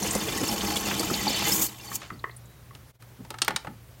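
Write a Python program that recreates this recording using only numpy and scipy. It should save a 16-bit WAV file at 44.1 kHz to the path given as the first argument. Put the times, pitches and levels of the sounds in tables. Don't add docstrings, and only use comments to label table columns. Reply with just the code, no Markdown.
import sys
import numpy as np
from scipy import signal
from scipy.io import wavfile
from scipy.ndimage import uniform_filter1d

SR = 44100
rng = np.random.default_rng(int(sys.argv[2]) if len(sys.argv) > 2 else 0)


def transcribe(signal):
    frames = np.atleast_2d(signal).T
    limited = np.clip(frames, -1, 1)
    pcm = np.round(limited * 32767).astype(np.int16)
    wavfile.write(sys.argv[1], SR, pcm)


N = 176400
T = np.arange(N) / SR

# (pitch [Hz], width [Hz], boost [dB])
TUBE_RESONANCES = [(202.6, 22.3, 14.5), (317.3, 20, 11.5), (441, 16, 8.5), (712, 72, 7),
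                   (816.4, 18.6, 11.5), (1090, 26, 10), (2570, 39, 2), (3030, 41, 8.5), (3525, 44, 8.5),
                   (4493, 37, 12.5), (5230, 32, 10.5), (6090, 140, 6.5), (6720, 130, 8), (7320, 110, 7),
                   (12370, 940, 6.5)]


def from_db(db):
    return 10 ** (np.asarray(db) / 20)


def rms_one(x):
    return x / np.sqrt(np.mean(x ** 2) + 1e-20)


def in_time(rows):
    times, *columns = np.transpose(rows)
    return [np.interp(T, times, column) for column in columns]


def drift(rate_hz):
    step, warm_up = 40, 2000
    r = np.exp(-2 * np.pi * rate_hz * step / SR)
    noise = rng.standard_normal(N // step + warm_up + 2)
    slow = signal.lfilter([1], [1, -2 * r, r * r], noise)[warm_up:]
    return np.interp(np.arange(N) / step, np.arange(len(slow)), rms_one(slow))


def band(x, low, high):
    return signal.sosfilt(signal.butter(2, [low, min(high, .45 * SR)], "band", fs=SR, output="sos"), x)


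def resonate(x, hz, width):
    r = np.exp(-np.pi * width / SR)
    feedback = [1, -2 * r * np.cos(2 * np.pi * hz / SR), r * r]
    return signal.lfilter(np.array([1, 0, -1]) * (1 - r * r) / 2, feedback, x + 1e-18)


def body(x, resonances):
    return x + sum((from_db(db) - 1) * resonate(x, hz, width) for hz, width, db in resonances)


def banded_noise(spectrum, patchy_db, flicker_hz, surge_db):
    edges = 25 * 2 ** np.arange(0, 9.6, .5)
    hz, db = np.transpose(spectrum)
    out, together, white = 0, drift(flicker_hz), rng.standard_normal((2, N))
    for k, (low, high) in enumerate(zip(edges, edges[1:])):
        if high > hz[0] / 2 and low < hz[-1] * 2:
            level = np.interp(np.log(low * high) / 2, np.log(hz), db)
            gain = from_db(level + patchy_db * drift(flicker_hz) + surge_db * together)
            out = out + gain * band(white[k % 2], low, high)
    return rms_one(out)


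def bursts(rows, t60, attack_s):
    out = np.zeros(N)
    for s, db in rows:
        start = int(s * SR)
        age = T[:min(N - start, SR // 2)]
        out[start:start + len(age)] += from_db(db - 60 * age / t60) * (1 - np.exp(-age / attack_s))
    return out


def noise_at(hz, width):
    return rms_one(resonate(resonate(rng.standard_normal(N), hz, width), hz, width))


def water():
    # (time [s], gurgle level [dB], rush level [dB])
    flow = [(0, -30.5, -35), (.7, -29.5, -34), (1.22, -32, -34.5), (1.34, -32, -33), (1.52, -29, -31.5),
            (1.63, -34.5, -36.5), (1.73, -53.5, -50), (1.89, -46, -44)]
    # (time [s], level [dB])
    jet = [(0, -39.5), (1.3, -40.5), (1.42, -40.5), (1.48, -28), (1.59, -24.5), (1.635, -22.5),
           (1.665, -27), (1.69, -43.5), (1.73, -54), (1.86, -53), (1.935, -45), (1.957, -24), (1.972, -45),
           (2.01, -79)]
    # (frequency [Hz], relative level [dB])
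    gurgle_tone = [(30, -62), (60, 0.5), (110, -1.5), (145, -5.5), (190, -4.5), (330, -3), (520, -6.5),
                   (850, -14.5), (1400, -14.5), (2500, -18)]
    rush_tone = [(500, -14.5), (1000, 5.5), (1500, -4), (2300, 2.5), (3500, -3.5), (7500, -5), (10000, -5),
                 (12500, -16), (16000, -44)]
    hiss_tone = [(2000, -22), (4500, -19), (6800, -16.5), (8500, 2), (10500, -18.5), (12400, 2),
                 (14000, -1), (16000, -12.5)]
    shut_s, drain_db_per_s = 1.93, 83
    gurgle_db, rush_db = np.array(in_time(flow)) - drain_db_per_s * np.maximum(T - shut_s, 0)
    jet_db = in_time(jet)[0] - drain_db_per_s * np.maximum(T - jet[-1][0], 0)
    gurgle = banded_noise(gurgle_tone, patchy_db=2.5, flicker_hz=35, surge_db=2)
    rush = banded_noise(rush_tone, patchy_db=2.5, flicker_hz=55.6, surge_db=3.66)
    hiss = banded_noise(hiss_tone, patchy_db=-.5, flicker_hz=41.8, surge_db=3)
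    layers = [(gurgle, gurgle_db - 2), (rush, rush_db - 1.5),
              (small_bubbles(), rush_db - 4.5), (hiss, jet_db - .5)]
    low, *bright = [from_db(db) * rms_one(body(x, TUBE_RESONANCES)) for x, db in layers]
    return low + tube_echo(sum(bright) + half_shut_hiss())


def small_bubbles(per_second=330, spread_db=3):
    sizes = from_db(spread_db * np.minimum(rng.exponential(1, N), 4)) * rng.choice([-1, 1], N)
    kicks = sizes * (rng.random(N) < per_second / SR)
    pitches = np.geomspace(1800, 9000, 24)
    chosen = rng.integers(0, len(pitches), N)
    rings = (resonate(kicks * (chosen == k), hz, hz / 61.5) / hz ** .57 for k, hz in enumerate(pitches))
    return rms_one(sum(rings))


def tube_echo(x):
    # (delay [s], gain [ratio])
    echoes = [(.00272, -.28)]
    return x + sum(gain * np.interp(T - delay, T, x, left=0) for delay, gain in echoes)


def background():
    # (pitch [Hz], level [dB])
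    hum_tones = [(62, -59), (119, -53.5)]
    # (frequency [Hz], relative level [dB])
    room_tone = [(25, -39), (45, -11), (65, -6), (120, -3), (190, -14), (350, -16), (800, -20.5),
                 (1600, -24), (4000, -29.5), (10000, -33), (16000, -30.5)]
    # (time [s], level change [dB])
    dip = [(2.926, -20.5), (2.955, -6), (2.984, -23.5)]
    hum = 0
    for hz, db in hum_tones:
        strength = np.sqrt(2) * from_db(db + 1.5 * drift(6))
        hum = hum + strength * np.sin(2 * np.pi * hz * T + .6 * drift(4))
    air = from_db(-52.5) * banded_noise(room_tone, patchy_db=-1, flicker_hz=24, surge_db=-.35)
    dip_db, = in_time([(2.91, 0), *dip, (3.005, 0)])
    return (hum + air) * from_db(dip_db)


def bubble(s, hz, db, wobble, t60=.054, rise_per_s=1.36):
    age = T[:SR // 10]
    flutter = rms_one(uniform_filter1d(rng.standard_normal(len(age)), size=40))
    pitch = hz * (1 + rise_per_s * age + wobble * flutter)
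    loudness = from_db(db - 60 * age / t60) * (1 - np.exp(-age / .001))
    ring = np.sqrt(2) * loudness * np.sin(2 * np.pi * np.cumsum(pitch) / SR)
    return np.pad(ring, (int(s * SR), N))[:N]


def spray(count=120, end_s=1.3, low_hz=4650, high_hz=10210, fade_db_per_s=10.5):
    # (time [s], level [dB])
    splutters = [(.07, -27), (.15, -23), (.375, -27), (.477, -27), (.767, -24), (.995, -24.5)]
    chirps = rng.uniform([0, low_hz, -43.5], [end_s, high_hz, -33.5], (count, 3))
    fizz = sum(bubble(s, hz, db - fade_db_per_s * s, wobble=.05) for s, hz, db in chirps)
    air = rms_one(band(rng.standard_normal(N), low_hz, high_hz))
    return body(fizz, TUBE_RESONANCES) + bursts(splutters, t60=.054, attack_s=.00073) * air


def air_pockets():
    # (time [s], pitch [Hz], level [dB], wobble [share of the pitch])
    pockets = [(0.027, 5860, -24.5, 0.077), (.108, 7300, -22, 0.19), (.151, 716, -24, 0.31),
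               (.284, 3380, -28.5, 0.018), (0.487, 5260, -23.5, 0.036), (0.607, 3580, -26.5, 0.14),
               (0.7, 4440, -29.5, 0.044), (0.764, 3115, -21, 0.095), (.911, 2204, -22, 0.26),
               (.993, 4560, -24.5, 0.043), (1.1, 1283, -26.5, 0.11), (1.139, 4190, -23, 0.157),
               (1.268, 855, -17.5, 0.13), (1.278, 4500, -19.5, 0.036), (1.306, 5230, -24.5, 0.025),
               (1.520, 5230, -17, .025)]
    # (time [s], level [dB], pitch [Hz])
    last_spits = [(2.192, -46, 4080), (2.31, -48.5, 4080), (2.364, -39.5, 9500), (2.455, -54, 7350)]
    # (time [s], level [dB])
    glugs = [(.15, -14), (.408, -12), (.428, -17), (.998, -15), (1.11, -14.5), (1.27, -14.5)]
    pops = sum(bubble(*row) for row in pockets)
    spits = sum(bubble(s, hz, db, wobble=.097) for s, db, hz in last_spits)
    return pops + spits + bursts(glugs, t60=.061, attack_s=.012) * noise_at(hz=240, width=350)


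def half_shut_hiss(peak_s=1.372, width_s=.17):
    swell = from_db(-32) * np.exp(-((T - peak_s) / width_s) ** 2)
    hiss = band(rng.standard_normal(N), 1900, 4550)
    return swell * rms_one(body(hiss, TUBE_RESONANCES))


def handle_knocks():
    # (time [s], relative level [dB])
    strikes = [(1.915, -22), (2.017, -28.5), (2.102, -21.5), (2.24, -15.5), (2.294, -27.5), (2.707, -34.5)]
    # (pitch [Hz], width [Hz], relative level [dB])
    modes = [(408, 80, -5.5), (1110, 82, 1.5), (1300, 74, -0.5), (1620, 260, -5.5), (1910, 210, -2),
             (2056, 134, -2.5), (2800, 980, -20.5)]
    contact = bursts(strikes, t60=.021, attack_s=.0003) * rng.standard_normal(N)
    ring = sum((-1) ** k * from_db(db) * resonate(contact, hz, width)
               for k, (hz, width, db) in enumerate(modes))
    knocks = from_db(12.5) * band(ring, 220, 5400)
    return knocks + from_db(-16) * kitchen_echo(knocks)


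def kitchen_echo(x, t60=.23, cutoff_hz=3000):
    age = T[:SR // 2]
    tail = rng.standard_normal(len(age)) * from_db(-60 * age / t60) * (1 - np.exp(-age / .0035))
    tail = signal.sosfilt(signal.butter(1, cutoff_hz, fs=SR, output="sos"), tail)
    return signal.fftconvolve(x, tail / np.sqrt(np.sum(tail ** 2)))[:N]


def handle_scrape():
    # (time [s], level [dB])
    scrapes = [(2.016, -39), (2.09, -63)]
    grit = from_db(3.3 * drift(90)) * rng.standard_normal(N)
    return bursts(scrapes, t60=.23, attack_s=.00085) * rms_one(band(grit, 379, 3870))


def hand_bumps():
    # (time [s], level [dB])
    bumps = [(2.115, -34.5), (3.19, -37), (3.484, -37), (3.52, -36), (3.67, -33)]
    return bursts(bumps, t60=.2, attack_s=.0034) * noise_at(hz=147, width=162)


def handle_squeak(middle_s=2.52, length_s=.24, top_hz=3900, bend_hz=393):
    position = np.clip(2 * (T - middle_s) / length_s, -1, 1)
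    pitch = top_hz - bend_hz * position ** 2 + 25 * drift(60)
    return from_db(-66) * (1 - position ** 2) * np.sin(2 * np.pi * np.cumsum(pitch) / SR)


def plastic_clicks():
    # (time [s], thud [dB], body [dB], snap [dB], top [dB])
    clicks = [(2.75, -57, -49.5, -46.5, -80), (3.023, -70, -51.5, -54, -53),
              (3.249, -52.5, -47.5, -50, -71), (3.3044, -39.5, -38.5, -35.5, -39),
              (3.341, -51, -39, -49, -69), (3.3856, -73, -42.5, -39.5, -51), (3.4182, -39, -28.5, -16, -31),
              (3.447, -64, -46, -34, -32), (3.4798, -30, -20.5, -23.5, -26.5), (3.506, -44, -30, -54, -45),
              (3.561, -47, -27, -22.5, -32), (3.647, -45, -40.5, -63, -63), (3.67, -44, -36, -65, -67)]
    # (low edge [Hz], high edge [Hz], gain [dB], time to fade 60 dB [s])
    ranges = [(184, 670, 1.5, 0.084), (830, 2730, 0, 0.039), (2470, 6030, 1.5, 0.033),
              (9500, 15300, 3.5, 0.011)]
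    # (pitch [Hz], width [Hz], boost [dB])
    housing = [(856, 86, 13), (1250, 250, 7.5), (3840, 330, -0.5), (8740, 960, 10.5)]
    out = 0
    for k, (low, high, gain_db, t60) in enumerate(ranges):
        strikes = [(s, levels[k] + gain_db) for s, *levels in clicks]
        ring = bursts(strikes, t60, attack_s=.0002) * rng.standard_normal(N)
        make_up = np.sqrt(SR / 2 / (high - low))
        out = out + make_up * band(ring, low, high)
    out = body(out, housing) + latch()
    return out + from_db(-17) * kitchen_echo(out)


def latch():
    # (time [s], level [dB], treble tilt [dB per octave])
    snaps = [(3.418, -22, 0.5), (3.561, -25.5, -0.5)]
    # (pitch [Hz], relative level [dB])
    modes = [(1330, -1), (3840, -1), (4350, -5), (4760, -4), (5350, -5), (6850, -6), (8600, 1.5),
             (9650, -3)]
    out = 0
    for hz, mode_db in modes:
        octaves_up = np.log2(hz / modes[0][0])
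        strikes = [(s, db + mode_db + tilt * octaves_up) for s, db, tilt in snaps]
        tone = np.sin(2 * np.pi * (hz * T + rng.random()))
        out = out + bursts(strikes, t60=.036, attack_s=.0004) * tone
    return out


def scene():
    wet = water() + spray() + air_pockets()
    handle = handle_knocks() + handle_squeak() + handle_scrape()
    return (wet + handle + plastic_clicks() + hand_bumps() + background())[None]


def record(dry, cutoff_hz=16000):
    rounded = .61 * np.tanh(dry / .6)
    return signal.sosfilt(signal.ellip(10, .2, 80, cutoff_hz, fs=SR, output="sos"), rounded)


dry = scene()
out = record(dry)
transcribe(out)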